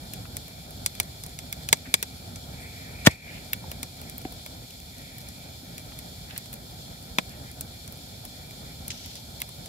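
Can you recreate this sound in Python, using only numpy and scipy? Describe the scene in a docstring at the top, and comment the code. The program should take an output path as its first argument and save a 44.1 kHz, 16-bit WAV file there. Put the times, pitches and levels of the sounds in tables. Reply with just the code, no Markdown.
"""A wood fire in a sheet-metal pan on grass at night, heard from close by through a two-port microphone.
Flames roar softly as low, lumpy noise; gas and sap hiss out of the logs as bands of higher noise.
Pockets in the wood pop: sharp cracks with echoes and a spray of noise, among faint ticks, dull pops and
puffs of band noise. Thumps, knocks and short rings are damped swings, with big bursts or alone.
One log tears open as swelling noise, then bursts and overloads the input."""
import sys
import numpy as np
from scipy import signal
from scipy.fft import rfft, irfft
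from scipy.io import wavfile

SR = 44100
rng = np.random.default_rng(int(sys.argv[2]) if len(sys.argv) > 2 else 0)


def waveform_to_disk(signal):
    """Save audio, clipped to [-1, 1], as 16-bit WAV at the path in sys.argv[1]."""
    frames = np.transpose(np.atleast_2d(signal))
    scaled = np.clip(frames, -1, 1) * 32767
    samples = np.round(scaled).astype(np.int16)
    wavfile.write(sys.argv[1], SR, samples)


N = 426888


def from_db(db):
    """Decibels to gain: 20 dB is ten times the amplitude."""
    return 10 ** (np.asarray(db) / 20)


def rms_one(x):
    """Scale a sound to an rms of 1, counted over all its channels together."""
    return x / np.sqrt(np.mean(x ** 2) + 1e-20)


def in_time(rows):
    """Join the points of a (time, value) table with straight lines, one value a sample."""
    times, values = np.transpose(rows)
    return np.interp(np.arange(N) / SR, times, values)


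def at_hz(points, hz):
    """Read a (frequency, value) table on a log frequency axis."""
    table_hz, values = np.transpose(points)
    return np.interp(np.log(hz + 1), np.log(table_hz), values)


def smooth(x, time_s):
    """Even out a signal with two equal running averages that forget exponentially."""
    keep = np.exp(-1 / (time_s * SR))
    return signal.lfilter([(1 - keep) ** 2], [1, -2 * keep, keep * keep], x)


def drift(rate_hz):
    """Random wandering around 0 with spread 1, made from smoothed noise; a higher rate wanders faster."""
    hop = 40   # samples between the points of the slow curve
    keep = np.exp(-2 * np.pi * rate_hz * hop / SR)
    noise = rng.standard_normal(N // hop + 2002)
    slow = signal.lfilter([1], [1, -2 * keep, keep * keep], noise)[2000:]   # skip the filter's start
    return np.interp(np.arange(N) / hop, np.arange(len(slow)), rms_one(slow))


def coloured(spectrum, channels):
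    """Noise of rms 1 that follows a (frequency, dB) table and is silent outside it."""
    hz = np.fft.rfftfreq(N, 1 / SR)
    inside = (hz > spectrum[0][0]) * (hz < spectrum[-1][0])
    shape = from_db(at_hz(spectrum, hz)) * inside
    return rms_one(irfft(rfft(rng.standard_normal((channels, N))) * shape, N))


def bandpass(x, low_hz, high_hz, order=2):
    """Keep the band between two frequencies."""
    return signal.sosfilt(signal.butter(order, [low_hz, high_hz], "band", fs=SR, output="sos"), x)


def resonance(x, hz, width_hz):
    """Ring at one frequency, with about gain 1 at the peak; a narrow width rings longer."""
    r = np.exp(-np.pi * width_hz / SR)
    rise = np.array([1, 0, -1]) * (1 - r * r) / 2
    return signal.lfilter(rise, [1, -2 * r * np.cos(2 * np.pi * hz / SR), r * r], x)


def ports(x, lag_s=0.00035):
    """Carry a source to two ports: the right port hears the treble early and the rest late."""
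    split_hz, lead_s, late_db = 8150, 0.0002998, -0.7
    left, right = np.broadcast_to(x, (2, N))
    hz = np.fft.rfftfreq(N, 1 / SR)
    # crossfade angle: 0 in the bass, a quarter turn in the treble
    angle = np.arctan(np.exp(np.clip((hz - split_hz) / 250, -30, 30)))
    early = np.sin(angle) * np.exp(2j * np.pi * hz * lead_s)
    late = from_db(late_db) * np.cos(angle) * np.exp(-2j * np.pi * hz * lag_s)
    return np.array([left, irfft(rfft(right) * (early + late), N)])


def roar():
    """Turbulent flames: lumpy noise, alike at both ports in the bass and less alike above."""
    # colour of the roar, level per Hz: (f/Hz, level/dB)
    flame_spectrum = [(15, -47), (25, -17.5), (52, -2), (70, 0), (174, -4), (212, -9.5), (259, -7.5),
                      (305, -15.5), (454, -18), (741, -13), (1140, -32), (1350, -21.5), (1900, -30.5),
                      (2470, -56), (4180, -120)]
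    # likeness of left and right: (f/Hz, shared part of the power, 0 to 1)
    flame_likeness = [(60, 0.97), (250, 1), (500, 1), (900, 0.12), (1500, 0.42)]
    # strength of the flames before their lumpiness: (t/s, level/dB)
    flame_level = [(0, -43), (.8, -42), (1.3, -44), (2.6, -41.5), (3.2, -41.5), (3.7, -42.5), (4.34, -42),
                   (4.7, -44.5), (5.3, -43), (6.1, -43), (6.6, -43.5), (7.3, -43), (8.3, -43.5),
                   (8.7, -42.5), (9.2, -44), (9.68, -44.5)]
    shared = ports(coloured(flame_spectrum, channels=1)[0])
    own = coloured(flame_spectrum, channels=2)
    alike = at_hz(flame_likeness, np.fft.rfftfreq(N, 1 / SR))
    flames = irfft(np.sqrt(alike) * rfft(shared) + np.sqrt(1 - alike) * rfft(own), N)
    lumps_db = 1.3 * drift(8.7) + 0.8 * drift(3)
    balance_db = [[-0.7], [0.7]]   # evens out the ports
    return from_db(in_time(flame_level) + lumps_db) * flames * from_db(balance_db)


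def hisses():
    """Gas leaves the wood: a wide hiss from all over, a sizzle from one spot, a breathy whistle of sap."""
    # colour of the wide hiss, level per Hz: (f/Hz, level/dB)
    hiss_spectrum = [(1590, -36), (2700, -17), (2980, -10.5), (3410, 0), (3910, -5), (4320, 1),
                     (4800, -6.5), (5270, -3), (5830, -12), (7280, -6.5), (8400, -13), (10900, -61),
                     (18500, -120)]
    # colour of the sizzle, level per Hz: (f/Hz, level/dB)
    sizzle_spectrum = [(7800, -34), (8400, -3), (9200, -3), (10000, 3), (12500, 3.5), (15600, 0.5),
                       (16000, -42)]
    # sap steaming from a crack, before its flutter: (t/s, level/dB)
    sap_level = [(0.0, -60), (1.7, -57.5), (1.9, -53.5), (2.45, -61), (2.6, -49.5), (2.8, -49),
                 (3.0, -49.5), (3.12, -42.5), (3.2, -46.5), (3.29, -46.5), (3.38, -52), (3.46, -56.5),
                 (4.66, -60), (5.05, -54), (5.28, -53.5), (5.65, -57.5), (6.6, -61), (8.6, -58.5),
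                 (9.68, -59.5)]
    hiss_db, sizzle_db = -48, -53   # before the flutter
    sap_hz, sap_width_hz = 2335, 294
    under_hz, under_width_hz = 1850, 460

    flutter = drift(8.6)   # hiss and sizzle share it
    wide = from_db(hiss_db + 0.89 * flutter) * coloured(hiss_spectrum, channels=2)
    spot = ports(coloured(sizzle_spectrum, channels=1)[0])
    own = coloured(sizzle_spectrum, channels=2)
    sizzle = from_db(sizzle_db + 0.29 * flutter) * (spot + 0.11 * own)

    air = rng.standard_normal((3, N))
    under = resonance(resonance(air, under_hz, under_width_hz), under_hz, under_width_hz)
    under = from_db(-9 + 3.3 * drift(7.6)) * under   # the lower tone comes and goes
    whistle = resonance(resonance(air, sap_hz, sap_width_hz), sap_hz, sap_width_hz)
    jets = rms_one(whistle - under)
    breath_db = in_time(sap_level) + 1.5 * drift(7.6) + 0.46 * drift(16)
    sap = from_db(breath_db) * (0.83 * ports(jets[0]) + 0.52 * jets[1:])
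    return wide + sizzle + sap


def ticks():
    """Faint random ticks of cracking charcoal: bright, very short noises of very uneven size."""
    per_s = 14   # typical rate; the ticks come thicker and thinner
    base_db = -47   # smallest size, before the noise and its band
    born = rng.random(N) < per_s * from_db(4 * drift(1.5)) / SR
    size_db = base_db + 5.1 * np.minimum(rng.exponential(1, N), 3.0)
    sizes = from_db(size_db) * rng.choice([-1, 1], N)
    fade = signal.lfilter([1], [1, -0.97], born * sizes + 1e-18)   # each tick fades in about a millisecond
    return bandpass(fade * rng.standard_normal(N), 2500, 14000)


def pops():
    """Each gas pocket gives one sharp crack, its echoes and a dying spray of splinters, coloured by band."""
    # gas pockets bursting: (t/s, level/dB, brightness/dB per colour step,
    # scoop/dB: ends of the spectrum up and middle down, woody body/dB against the level,
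    # splinter spray/dB against the crack)
    pop_table = [(0.1356, -39, 1, 0.5, -19.4, -17), (0.368, -35, 2.3, -1.5, -15, -19),
                 (0.4812, -51, 1.3, 2.1, -3, -22), (0.7074, -50, 3, -0.1, -8.4, -22),
                 (0.8616, -24.5, -0.6, -3.5, -12.5, -22.5), (0.9517, -46, -0.1, -0.1, -12, -22),
                 (1.0002, -23.5, -0.5, 0, -8.5, -23), (1.031, -48.8, 2.2, -5, -4.8, -22),
                 (1.2369, -42, 1.5, -5, -9.1, -19), (1.2634, -45, 3.5, -3, -5, -22),
                 (1.3891, -39, -1.5, -2.5, -16, -24), (1.5266, -32.5, 0.2, 1.0, -17, -20.5),
                 (1.6884, -31, -2, -0.8, -17, -24), (1.728, -13.5, -2.5, -1, -6.5, -21),
                 (1.9406, -16.3, -2.2, -0.4, -10.5, -20), (2.0272, -27.4, 0, -0.4, -9, -18),
                 (2.3586, -45.5, -2.5, -5, -12.0, -20), (3.0717, -18, -4.5, 2.5, 9.5, -24),
                 (3.5322, -28, 0.5, 4.5, -19, -22.5), (3.7156, -38.5, 0.2, 1, -3, -22),
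                 (3.8302, -34, -0.6, -1.2, -7, -21), (4.0153, -46.5, 1.5, 0, -5, -22),
                 (4.0972, -44.0, 2.0, -2, -13.7, -22), (4.181, -45.5, 5, 3, -11, -26),
                 (4.3235, -50.1, 4.5, 0.8, 0, -24), (4.4622, -42, -1.5, 2.5, -1, -22),
                 (5.1829, -47.5, 3, 0.7, -11, -22), (5.2868, -47.5, 3.6, -4, -11.8, -22),
                 (5.7803, -41.5, -0.5, -1, -17, -21), (5.9892, -42.5, 2, -0.8, -16.8, -22),
                 (6.3778, -36, 4, -1.5, -18, -17), (6.4581, -49.6, -1.3, -1, -8.2, -20),
                 (6.5295, -43.5, 2.5, 1.5, -10.2, -20), (6.5394, -43.7, 2.9, -1.0, -12.4, -22),
                 (7.185, -27.5, -7, 2.5, 5.5, -23), (7.5146, -51.5, 5, -3, -6, -22),
                 (7.6095, -37, 4, -2.5, -14, -16), (7.8772, -45.5, -0.3, -3, -8, -22),
                 (7.9238, -51, 6, 0, -2, -22), (8.2512, -44, 2.9, -1, -14.1, -13),
                 (8.5089, -50, -2, -0.2, -8.5, -22), (8.8806, -38.5, 3.5, -1, -18.4, -21),
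                 (9.0599, -47.5, 1, 1.3, -11.1, -24), (9.1545, -46, -1, -3.4, -13.2, -22),
                 (9.4029, -44.0, 2.1, 0, -10, -22), (9.4177, -32, -0.2, 3, -10.1, -23),
                 (9.4911, -49, 2, -2.0, -0.3, -22), (9.6593, -46.5, 0, -3, -10.9, -24)]
    # bands above the body: (low f/Hz, high f/Hz, share of the spray's t60, level/dB, dark-to-bright step)
    pop_bands = [(1370, 4200, 1.7, -0.93, -1.41), (3980, 9080, 2.04, 0.7, -0.63),
                 (8640, 11370, 0.23, 1.3, 0.67), (11730, 16200, 0.96, 0.5, 1.5)]
    # woody body under a pop: (low f/Hz, high f/Hz, share of the spray's t60)
    body_band = (200, 1020, 2.08)
    # echoes from the pan walls and the ground, before they shift: (delay/s, level/dB)
    echo_table = [(.0009, -3), (.0017, -5.5), (.0022, -23.5), (.0032, -24)]
    # ringing of the pan: (f/Hz, width/Hz, level/dB)
    pan_tones = [(1790, 360, -6), (2250, 460, 8.5), (3370, 230, 9.5)]
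    spray_likeness = 0.18   # part of the spray's power shared by both ports
    spray_rise_s = 0.00044   # splinters swell just after the crack
    spray_t60_s, spray_shortens = 0.019, 0.1   # at -20 dB; dB of length lost per dB of level
    scoop_pivot = 1.2   # squared step at which the scoop changes sign

    count, size = len(pop_table), 2048
    age = np.arange(size) / SR
    cracks = np.zeros((count, size))
    cracks[:, 0] = 1
    place = rng.uniform(-1.2, 1, (count, 2 * len(echo_table)))   # echoes shift with the spot that pops
    for k, (delay_s, echo_db) in enumerate(echo_table):
        at = (delay_s * SR * (1 + 0.18 * place[:, 2 * k])).astype(int)
        cracks[np.arange(count), at] += from_db(echo_db + 2.1 * place[:, 2 * k + 1])

    spray = rng.standard_normal((count, 3, size))
    spray = np.sqrt(spray_likeness) * spray[:, :1] + np.sqrt(1 - spray_likeness) * spray[:, 1:]
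    edges = [body_band[:2]] + [band[:2] for band in pop_bands]
    shares = [body_band[2]] + [band[2] for band in pop_bands]
    out = np.zeros((2, N + 2 * size))
    for row, crack, noise in zip(pop_table, cracks, spray):
        t, level_db, bright_db, scoop_db, body_db, spray_db = row
        start = round(t * SR)
        t60 = spray_t60_s * from_db(-spray_shortens * (level_db + 20))   # louder pops die sooner
        colour = [body_db]
        for *_, db, step in pop_bands:
            colour.append(db + bright_db * step + scoop_db * (step ** 2 - scoop_pivot))
        for k, ((low_hz, high_hz), share, db) in enumerate(zip(edges, shares, colour)):
            fade_db = spray_db - 60 * age / max(t60 * share, 0.004)
            burst = crack + (1 - np.exp(-age / spray_rise_s)) * from_db(fade_db) * noise
            if k == 1:   # the pan rings in the first band above the body
                ring = sum(from_db(ring_db) * resonance(burst, hz, width) for hz, width, ring_db in pan_tones)
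                burst = 1.5 * burst + ring
            part = bandpass(burst, low_hz, high_hz, order=3)
            part = part / np.sqrt(np.mean(part[:, :size // 8] ** 2))   # level counts over the first 6 ms
            out[:, start:start + size] += from_db(level_db + db) * part
    return out[:, :N]


def puffs():
    """Soft ticks, dull pops and puffs of steam: sputtering band noise, short or held."""
    # soft ticks, dull pops and puffs, level before the sputter:
    # (t/s, level/dB, low f/Hz, high f/Hz, rise/s, held/s, t60/s)
    puff_table = [(.253, -42, 700, 2600, .001, .002, .04), (1.85, -43, 1390, 2600, 0.0039, 0.012, 0.1),
                  (2.58, -53, 7800, 10000, .02, 0.055, .3), (3.108, -42.5, 3000, 8700, 0.001, 0.006, 0.04),
                  (5.919, -48, 700, 2200, .001, .002, .04), (3.24, -49, 1900, 3000, 0.04, 0.14, 0.2),
                  (4.25, -35.5, 1480, 3000, 0.00046, 0.0017, 0.023),
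                  (6.307, -38, 1400, 4400, .001, .002, .04), (6.361, -36.5, 1400, 4400, .001, .002, .04),
                  (6.293, -46, 1500, 3200, 0.0063, 0.014, 0.26), (7.3, -49.5, 1500, 3000, .01, 0.019, 0.29),
                  (8.9035, -27.5, 2520, 6740, 0.00093, .003, 0.059),
                  (8.905, -46, 2900, 6300, 0.0024, .26, 0.26), (8.907, -58, 5450, 5750, .003, 0.25, .2)]
    out, age = np.zeros((2, N + SR)), np.arange(SR // 2) / SR
    for t, level_db, low_hz, high_hz, rise_s, held_s, t60 in puff_table:
        start = round(t * SR)
        jet = bandpass(rng.standard_normal((2, len(age))), low_hz, high_hz)
        fade_db = level_db - 60 * np.maximum(age - held_s, 0) / t60
        shape = (1 - np.exp(-age / rise_s)) * from_db(fade_db)
        out[:, start:start + len(age)] += shape * rms_one(jet)
    return out[:, :N] * from_db(1.7 * drift(56))   # sputter


def thumps():
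    """Thumps, hollow knocks and short rings, with big bursts or alone: damped swings, most sinking in pitch."""
    # low thumps, hollow knocks and short rings, level before build-up and fading:
    # (t/s, level/dB, start f/Hz, end pitch as share of start, t60/s)
    thump_table = [(1.728, -22, 179, 0.8, 0.049), (1.874, -32, 256, 1, 0.13), (1.942, -29, 200, 0.97, .04),
                   (3.0708, 2.5, 1850, 0.98, 0.017), (3.0717, 2.5, 300, 0.19, 0.033),
                   (3.0708, -8.5, 484, 1, 0.026), (3.641, -33.5, 900, 0.95, 0.026),
                   (4.2512, -29.5, 797, 0.93, 0.063), (4.253, -15, 314, 0.84, 0.021),
                   (5.63, -33.5, 262, 1, .08), (7.185, -19.5, 258, 0.47, 0.025),
                   (7.1852, -34, 2250, 1, 0.023), (7.1862, -18, 780, 0.9, 0.015)]
    out, age = np.zeros(N), np.arange(SR // 8) / SR
    for t, level_db, hz, end, t60 in thump_table:
        pitch = hz * (end + (1 - end) * np.exp(-age / 0.0052))
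        swell = (1 - np.exp(-2.5 * hz * age)) * from_db(level_db - 60 * age / t60)   # builds in half a cycle
        out[round(t * SR):][:len(age)] -= np.sin(2 * np.pi * np.cumsum(pitch) / SR) * swell
    return out


def splitting():
    """A log tears open before it bursts: rough noise swells at a steady dB rate and stops at the burst."""
    start_s, end_s, end_db, swell_db_per_s = 3.05, 3.071, -12, 1250   # level before the roughness
    t = np.arange(N) / SR
    tearing = bandpass(rng.standard_normal((2, N)), 700, 7500)
    tearing = rms_one(tearing + tearing[0])   # partly alike at both ports
    swell = from_db(end_db - swell_db_per_s * np.maximum(end_s - t, 0))
    swell = swell * (t > start_s) * (t < end_s)
    return swell * tearing * from_db(3.8 * drift(220))


def scene():
    """Add the ticks, pops, puffs and thumps to the steady fire."""
    steady = roar() + hisses()
    sharp = ports(ticks() + pops())
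    heavy = ports(thumps() + splitting(), lag_s=0.0001)
    return steady + sharp + puffs() + heavy


def record(dry):
    """The bass is cut, the input clips, gain control ducks slowly after loud bursts, the top is cut."""
    bass_cut_hz, top_stop_hz = 45, 16994   # from the second one up, at least 85 dB down
    knee_db, slope = -23.5, 0.88   # dB of ducking per dB above the knee
    power_s, lag_s, delay_s = 0.03, 0.018, 0.036
    bass_cut = signal.butter(2, bass_cut_hz, "high", fs=SR, output="sos")
    clipped = np.clip(signal.sosfilt(bass_cut, dry), -1, 1)
    power = smooth(np.mean(clipped ** 2, axis=0), power_s)
    over_db = np.maximum(10 * np.log10(power + 1e-12) - knee_db, 0)
    duck_db = smooth(-slope * over_db, lag_s)
    duck_db = np.pad(duck_db, (round(delay_s * SR), 0))[:N]   # the gain follows late
    top_cut = signal.cheby2(14, 85, top_stop_hz, fs=SR, output="sos")
    return signal.sosfilt(top_cut, clipped * from_db(duck_db))


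dry = scene()
out = record(dry)
waveform_to_disk(out)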